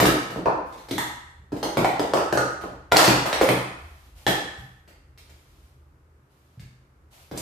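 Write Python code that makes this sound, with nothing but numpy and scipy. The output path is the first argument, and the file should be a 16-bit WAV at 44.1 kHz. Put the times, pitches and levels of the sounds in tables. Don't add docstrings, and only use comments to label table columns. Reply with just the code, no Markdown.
import sys
import numpy as np
from scipy import signal
from scipy.fft import rfft, irfft, next_fast_len
from scipy.io import wavfile

SR = 44100
rng = np.random.default_rng(int(sys.argv[2]) if len(sys.argv) > 2 else 0)


def output_pcm(signal):
    pcm = np.clip(np.atleast_2d(signal).T, -1, 1) * 32767
    wavfile.write(sys.argv[1], SR, np.round(pcm).astype(np.int16))


N = 326781
SPAN = 2 ** 16
HZ = np.maximum(np.fft.rfftfreq(SPAN, 1 / SR), 1)
AGE = np.arange(SPAN) / SR
TIME = np.arange(N) / SR

# [f/Hz, width/Hz, level/dB]
BODY_RESONANCES = [(54, 12, 13.5), (125.5, 7, 11), (140, 7.2, 5), (184, 6.1, 6), (222.5, 10, -15),
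                   (313, 59, 8.5), (980, 140, 1.5), (1280, 90, 2), (1720, 900, 4.5), (2540, 680, -2),
                   (4120, 150, 1), (11800, 10000, -5)]


def from_db(db):
    return 10 ** (np.asarray(db) / 20)


def at_hz(points, hz):
    table_hz, values = np.array(points).T
    return np.interp(np.log(hz), np.log(table_hz), values)


def hump(centre_hz, q):
    return 1 / (1 + (q * (HZ / centre_hz - centre_hz / HZ)) ** 2) ** 2


def colour(resonances):
    return from_db(sum(db / (1 + (2 * (HZ - hz) / width) ** 2) for hz, width, db in resonances))


def causal(gain):
    cepstrum = irfft(np.log(gain + 1e-6))
    forward_only = np.r_[1, np.full(SPAN // 2 - 1, 2), np.zeros(SPAN // 2)]
    return np.exp(rfft(cepstrum * forward_only))


def add(out, s, spectrum):
    start = max(round(s * SR), 0)
    fade_out = np.minimum(10 * (AGE[-1] - AGE), 1) ** 2
    sound = irfft(spectrum) * fade_out
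    out[:, start:start + SPAN] += sound[:, :max(N - start, 0)]


def diffuse(size, mic_spacing_m=0.16):
    hz = np.fft.rfftfreq(size, 1 / SR)
    alike = np.sinc(2 * hz * mic_spacing_m / 343)
    mid, side = rfft(rng.standard_normal((2, size)))
    return np.sqrt((1 + alike) / 2) * mid + np.sqrt((1 - alike) / 2) * side * [[1], [-1]]


def steady_noise(spectrum):
    size = next_fast_len(N, True)
    hz = np.maximum(np.fft.rfftfreq(size, 1 / SR), 1)
    noise = irfft(diffuse(size) * from_db(at_hz(spectrum, hz)), size)[:, :N]
    return noise / noise.std()


def background(air_db=-51.0, rumble_db=3.0, split_hz=110):
    # [f/Hz, relative level per Hz/dB]
    air_colour = [(20, -7.5), (35, -13), (49, 0), (62, -5.5), (76, 4), (95, -19), (128, -12.5),
                  (180, -26.5), (330, -23.5), (700, -33), (1300, -30.5), (3300, -48.5), (14000, -54)]
    # [t/s, level/dB]
    rumble_level = [(1.2, -57), (3.57, -50.5), (3.98, -54), (6.01, -59), (6.27, -72.5), (7.41, -56)]
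    noise = steady_noise(air_colour)
    low = signal.sosfilt(signal.butter(4, split_hz, "low", fs=SR, output="sos"), noise)
    high = signal.sosfilt(signal.butter(4, split_hz, "high", fs=SR, output="sos"), noise)
    swell_db = np.interp(TIME, *np.transpose(rumble_level)) + rumble_db
    return low * from_db(swell_db) + high * from_db(air_db)


def room_path(build_s=0.0015, echo_db=0.0, blend_s=0.025):
    # [f/Hz, time to fall 60 dB/s]
    room_decay = [(60, 0.27), (210, 0.57), (560, 0.56), (1470, 0.85), (3900, 0.69), (8000, 0.64),
                  (14000, 0.38)]
    field, tail = diffuse(SPAN), 0
    for (hz, t60), share in zip(room_decay, np.eye(len(room_decay))):
        band = np.interp(np.log(HZ), np.log(np.array(room_decay)[:, 0]), share)
        equal_energy = np.sqrt(np.log(1e6) / (t60 * SR))
        tail = tail + irfft(field * band) * 1e-3 ** (AGE / t60) * equal_energy
    echoes = np.repeat(rng.standard_normal(SPAN // 64), 64).clip(-2, 2)
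    spread = np.log(from_db(echo_db)) * np.exp(-AGE / blend_s)
    build_up = 1 - np.exp(-(AGE / build_s) ** 2)
    return rfft(tail * np.exp(spread * echoes - spread ** 2) * build_up)


def chatter(decay_s, split_hz=1500, grain_db=1.5, evenness=0.22):
    signs, sizes = rng.standard_normal((2, SPAN))
    grain = np.repeat(sizes[:SPAN // 32], 32).clip(-2, 2)
    tiny_touches = signs * from_db(grain_db * grain) * np.exp(-AGE / decay_s)
    rattle = rfft(tiny_touches)
    rattle = rattle / causal(np.abs(rattle) ** min(evenness, 1))
    rattle = rattle / np.sqrt(np.mean(np.abs(rattle) ** 2))
    w = 1j * HZ / split_hz
    return (1 + w ** 2 * rattle) / (1 + np.sqrt(2) * w + w ** 2)


def swing(centre_hz, q):
    detune = 1j * q * (HZ / centre_hz - centre_hz / HZ)
    return (1 - detune) / (1 + detune)


def contacts(paths, rows, thud_db, tick_db, rattle_s, thud_hz=182, tick_hz=9500, knock_q=0.95,
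             snap_db=2.5, snap_width_hz=550, heavy_db_per_octave=6):
    # [f/Hz, width/Hz, level/dB]
    snap_modes = [(1650, 500, -0.5), (2800, 1000, -0.5), (4300, 150, 4.5), (5570, 270, 1.5), (7700, 700, 0),
                  (11800, 5000, -9)]
    out, body = np.zeros((2, N)), colour(BODY_RESONANCES)
    for k, (s, knock_db, knock_hz, hard_db, clack_hz, direct_db) in enumerate(rows):
        thud = from_db(thud_db + heavy_db_per_octave * np.log2(500 / knock_hz))
        wall = hump(clack_hz, q=0.62) + from_db(tick_db) ** 2 * hump(tick_hz, q=0.41)
        power = thud ** 2 * hump(thud_hz, q=.75) + hump(knock_hz, q=knock_q) + from_db(hard_db) ** 2 * wall
        strike = from_db(knock_db) * causal(np.sqrt(power) * body)
        blow = strike * chatter(rattle_s) * swing(knock_hz, q=1.0)
        snap = causal(colour(snap_modes) * colour([(clack_hz, snap_width_hz, snap_db)]))
        add(out, s, blow * (from_db(direct_db) * snap + paths[k % len(paths)]))
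    return out


def landings(paths):
    # [t/s, knock level/dB, knock f/Hz,
    # hardness = wall clack relative to knock/dB, clack f/Hz, direct sound relative to room/dB]
    mat_hits = [(0.001, 33, 693, -8.5, 1700, -10), (0.055, 29, 490, -6.5, 2050, -8.5),
                (0.36, 20.5, 470, -28, 2000, -9), (0.91, 20, 300, -11, 2960, -9.5),
                (1.52, 20, 414, -27.5, 3004, -16), (1.771, 32, 570, -18, 2000, -10.5),
                (2.637, 14.5, 551, -28, 2800, -9.5), (3.078, 31, 440, -11, 2600, -9.5),
                (3.489, 28, 600, -9.5, 1950, -7.5), (4.266, 23.5, 504, -12.5, 3600, -8.5),
                (7.313, 15, 410, -17, 2000, -12)]
    return contacts(paths, mat_hits, thud_db=0.5, tick_db=-11, rattle_s=0.0026)


def slides(paths):
    # [t/s, knock level/dB, knock f/Hz,
    # hardness = wall clack relative to knock/dB, clack f/Hz, direct sound relative to room/dB]
    cup_slides = [(0.027, 32.5, 370, -17.5, 1600, -8), (2.963, 33.5, 674, -10, 2084, -8.5),
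                  (2.989, 30, 910, -10, 3200, -13.5), (3.041, 28.5, 720, -7, 2800, -8),
                  (3.105, 25.5, 754, -15.5, 2400, -17.5), (3.256, 24, 740, -13, 2400, -11),
                  (3.412, 32.5, 520, -15, 1700, -7.5), (4.277, 25, 455.6, -8.5, 2090, -7.5)]
    return contacts(paths, cup_slides, thud_db=-14.5, tick_db=-9, rattle_s=0.013)


def ringing_cups(paths, direct_db=-8.5, ring_t60_s=0.055):
    # [t/s, f/Hz, level/dB]
    free_rings = [(.055, 308, 33), (0.054, 1295, 35), (.458, 914, 35.5), (.458, 1016, 35.5),
                  (.981, 964, 27), (1.629, 818, 28.5), (1.846, 755, 37.5), (2.171, 1292, 31),
                  (2.374, 1245, 37.5), (2.374, 1445, 34), (2.92, 1400, 37.5), (3.412, 525, 40)]
    # [f/Hz, relative level/dB, time to fall 60 dB/s]
    nested_modes = [(802, -0.5, 0.024), (1750, 3.5, 0.084), (1860, -5, 0.022), (3280, -6, 0.014),
                    (3420, -8.5, 0.05), (4000, -9, 0.04)]
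    # [t/s, pitch factor, level/dB]
    stack_snaps = [(0.981, 1.06, 23), (1.845, 1.1, 19.5), (3.41, 1.2, 12.5), (4.266, 1.0, 32)]
    out = np.zeros((2, N))
    tones = [(s, hz, db, ring_t60_s) for s, hz, db in free_rings]
    for s, pitch, db in stack_snaps:
        tones += [(s, pitch * hz, db + mode_db, t60) for hz, mode_db, t60 in nested_modes]
    for k, (s, hz, db, t60) in enumerate(tones):
        damping = np.log(1000) / t60
        envelope = from_db(db) * 2 * damping / SR * np.exp(-damping * AGE)
        ring = envelope * np.sin(2 * np.pi * hz * AGE)
        add(out, s, rfft(ring) * (from_db(direct_db) + paths[k % len(paths)]))
    return out


def touches(paths, knock_hz=560, clack_hz=2700, direct_db=-12):
    # [t/s, knock level/dB, hardness = wall clack relative to knock/dB]
    finger_taps = [(0.302, 11.5, -14), (0.725, 3, -13), (0.778, -1.5, -8.5), (0.886, 6, -9),
                   (1.565, -2, -3.5), (2.612, 6.5, -13), (2.916, 19.5, -13), (4.877, -6, -7.5),
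                   (5.176, -13.5, 4.5), (5.295, -9.5, -5), (6.596, -12.5, 0.5)]
    rows = [(s, knock_db, knock_hz, hard_db, clack_hz, direct_db) for s, knock_db, hard_db in finger_taps]
    return contacts(paths, rows, thud_db=-2, tick_db=-8, rattle_s=0.005)


def clacks(paths):
    # [t/s, knock level/dB, knock f/Hz,
    # hardness = wall clack relative to knock/dB, clack f/Hz, direct sound relative to room/dB]
    cup_hits = [(0.458, 31, 580, -41, 2500, -9.5), (0.981, 16.5, 1400, -8.5, 7500, -7.5),
                (1.629, 24.5, 468, -15, 4000, -11.5), (1.846, 26, 726.5, -13, 1900, -7.5),
                (1.995, 30, 560, -24.5, 4854, -8), (2.136, 31.5, 550, -21, 3700, -8),
                (2.171, 24, 750, -16, 1709, -8.5), (2.326, 31.5, 590, -24, 4550, -7.5),
                (2.374, 29, 610, -20.5, 4700, -5), (2.9205, 34.5, 656, -15.5, 3233, -6.5),
                (2.969, 28, 620, -5.5, 4350, -3.5), (3.329, 24.5, 700, -11, 3600, -9),
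                (7.376, 6.5, 690, -2.5, 8350, -7)]
    return contacts(paths, cup_hits, thud_db=-10.5, tick_db=-14, rattle_s=0.0018)


def hisses(attack_s=0.033, t60_s=0.75):
    # [f/Hz, relative level per Hz/dB]
    hiss_colour = [(200, -34.5), (600, 2), (1500, -4.5), (3000, -2), (8000, -9), (13000, -7.5),
                   (16000, -19.5)]
    # [t/s, time until the hiss starts to die away/s, level/dB]
    hiss_events = [(0.642, 0.28, -59.5), (3.758, 0.32, -60), (4.15, 0.092, -56), (4.565, 0.032, -55.5),
                   (5.176, 0.5, -64.5), (6.287, 0.3, -69.5), (7.103, 0.12, -54.5), (7.35, 0.04, -40.5)]
    level = 0
    for s, length, db in hiss_events:
        rise = np.clip((TIME - s) / attack_s, 0, 1)
        fall = np.exp(-np.log(1000) * np.maximum(TIME - s - length, 0) / t60_s)
        level = level + from_db(db) * rise * fall
    return steady_noise(hiss_colour) * level


def soft_thumps(paths, thump_hz=115, soft_hz=205, direct_db=-2.5):
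    # [t/s, level/dB]
    thump_events = [(1.394, 0), (4.583, 11), (4.626, 9), (6.573, 12.5), (6.597, 12), (6.637, 1)]
    out = np.zeros((2, N))
    soft_power = hump(thump_hz, q=0.92) / (1 + (HZ / soft_hz) ** 12)
    thump = causal(np.sqrt(soft_power) * colour(BODY_RESONANCES))
    for path, (s, db) in zip(paths, thump_events):
        add(out, s, from_db(db) * thump * (from_db(direct_db) + path))
    return out


def scene(count=9):
    paths = [room_path() for spot in range(count)]
    sources = (landings, slides, ringing_cups, touches, clacks, soft_thumps)
    table = sum(source(paths) for source in sources)
    balance = from_db([[-.2], [.2]])
    return table * balance + hisses() + background()


def record(dry, cutoff_hz=14700):
    lean = signal.sosfilt(signal.butter(3, 38, "high", fs=SR, output="sos"), dry)
    rounded = lean / (1 + (lean / .95) ** 4) ** (1 / 4)
    return signal.sosfilt(signal.ellip(8, .3, 70, cutoff_hz, fs=SR, output="sos"), rounded)


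dry = scene()
out = record(dry)
output_pcm(out)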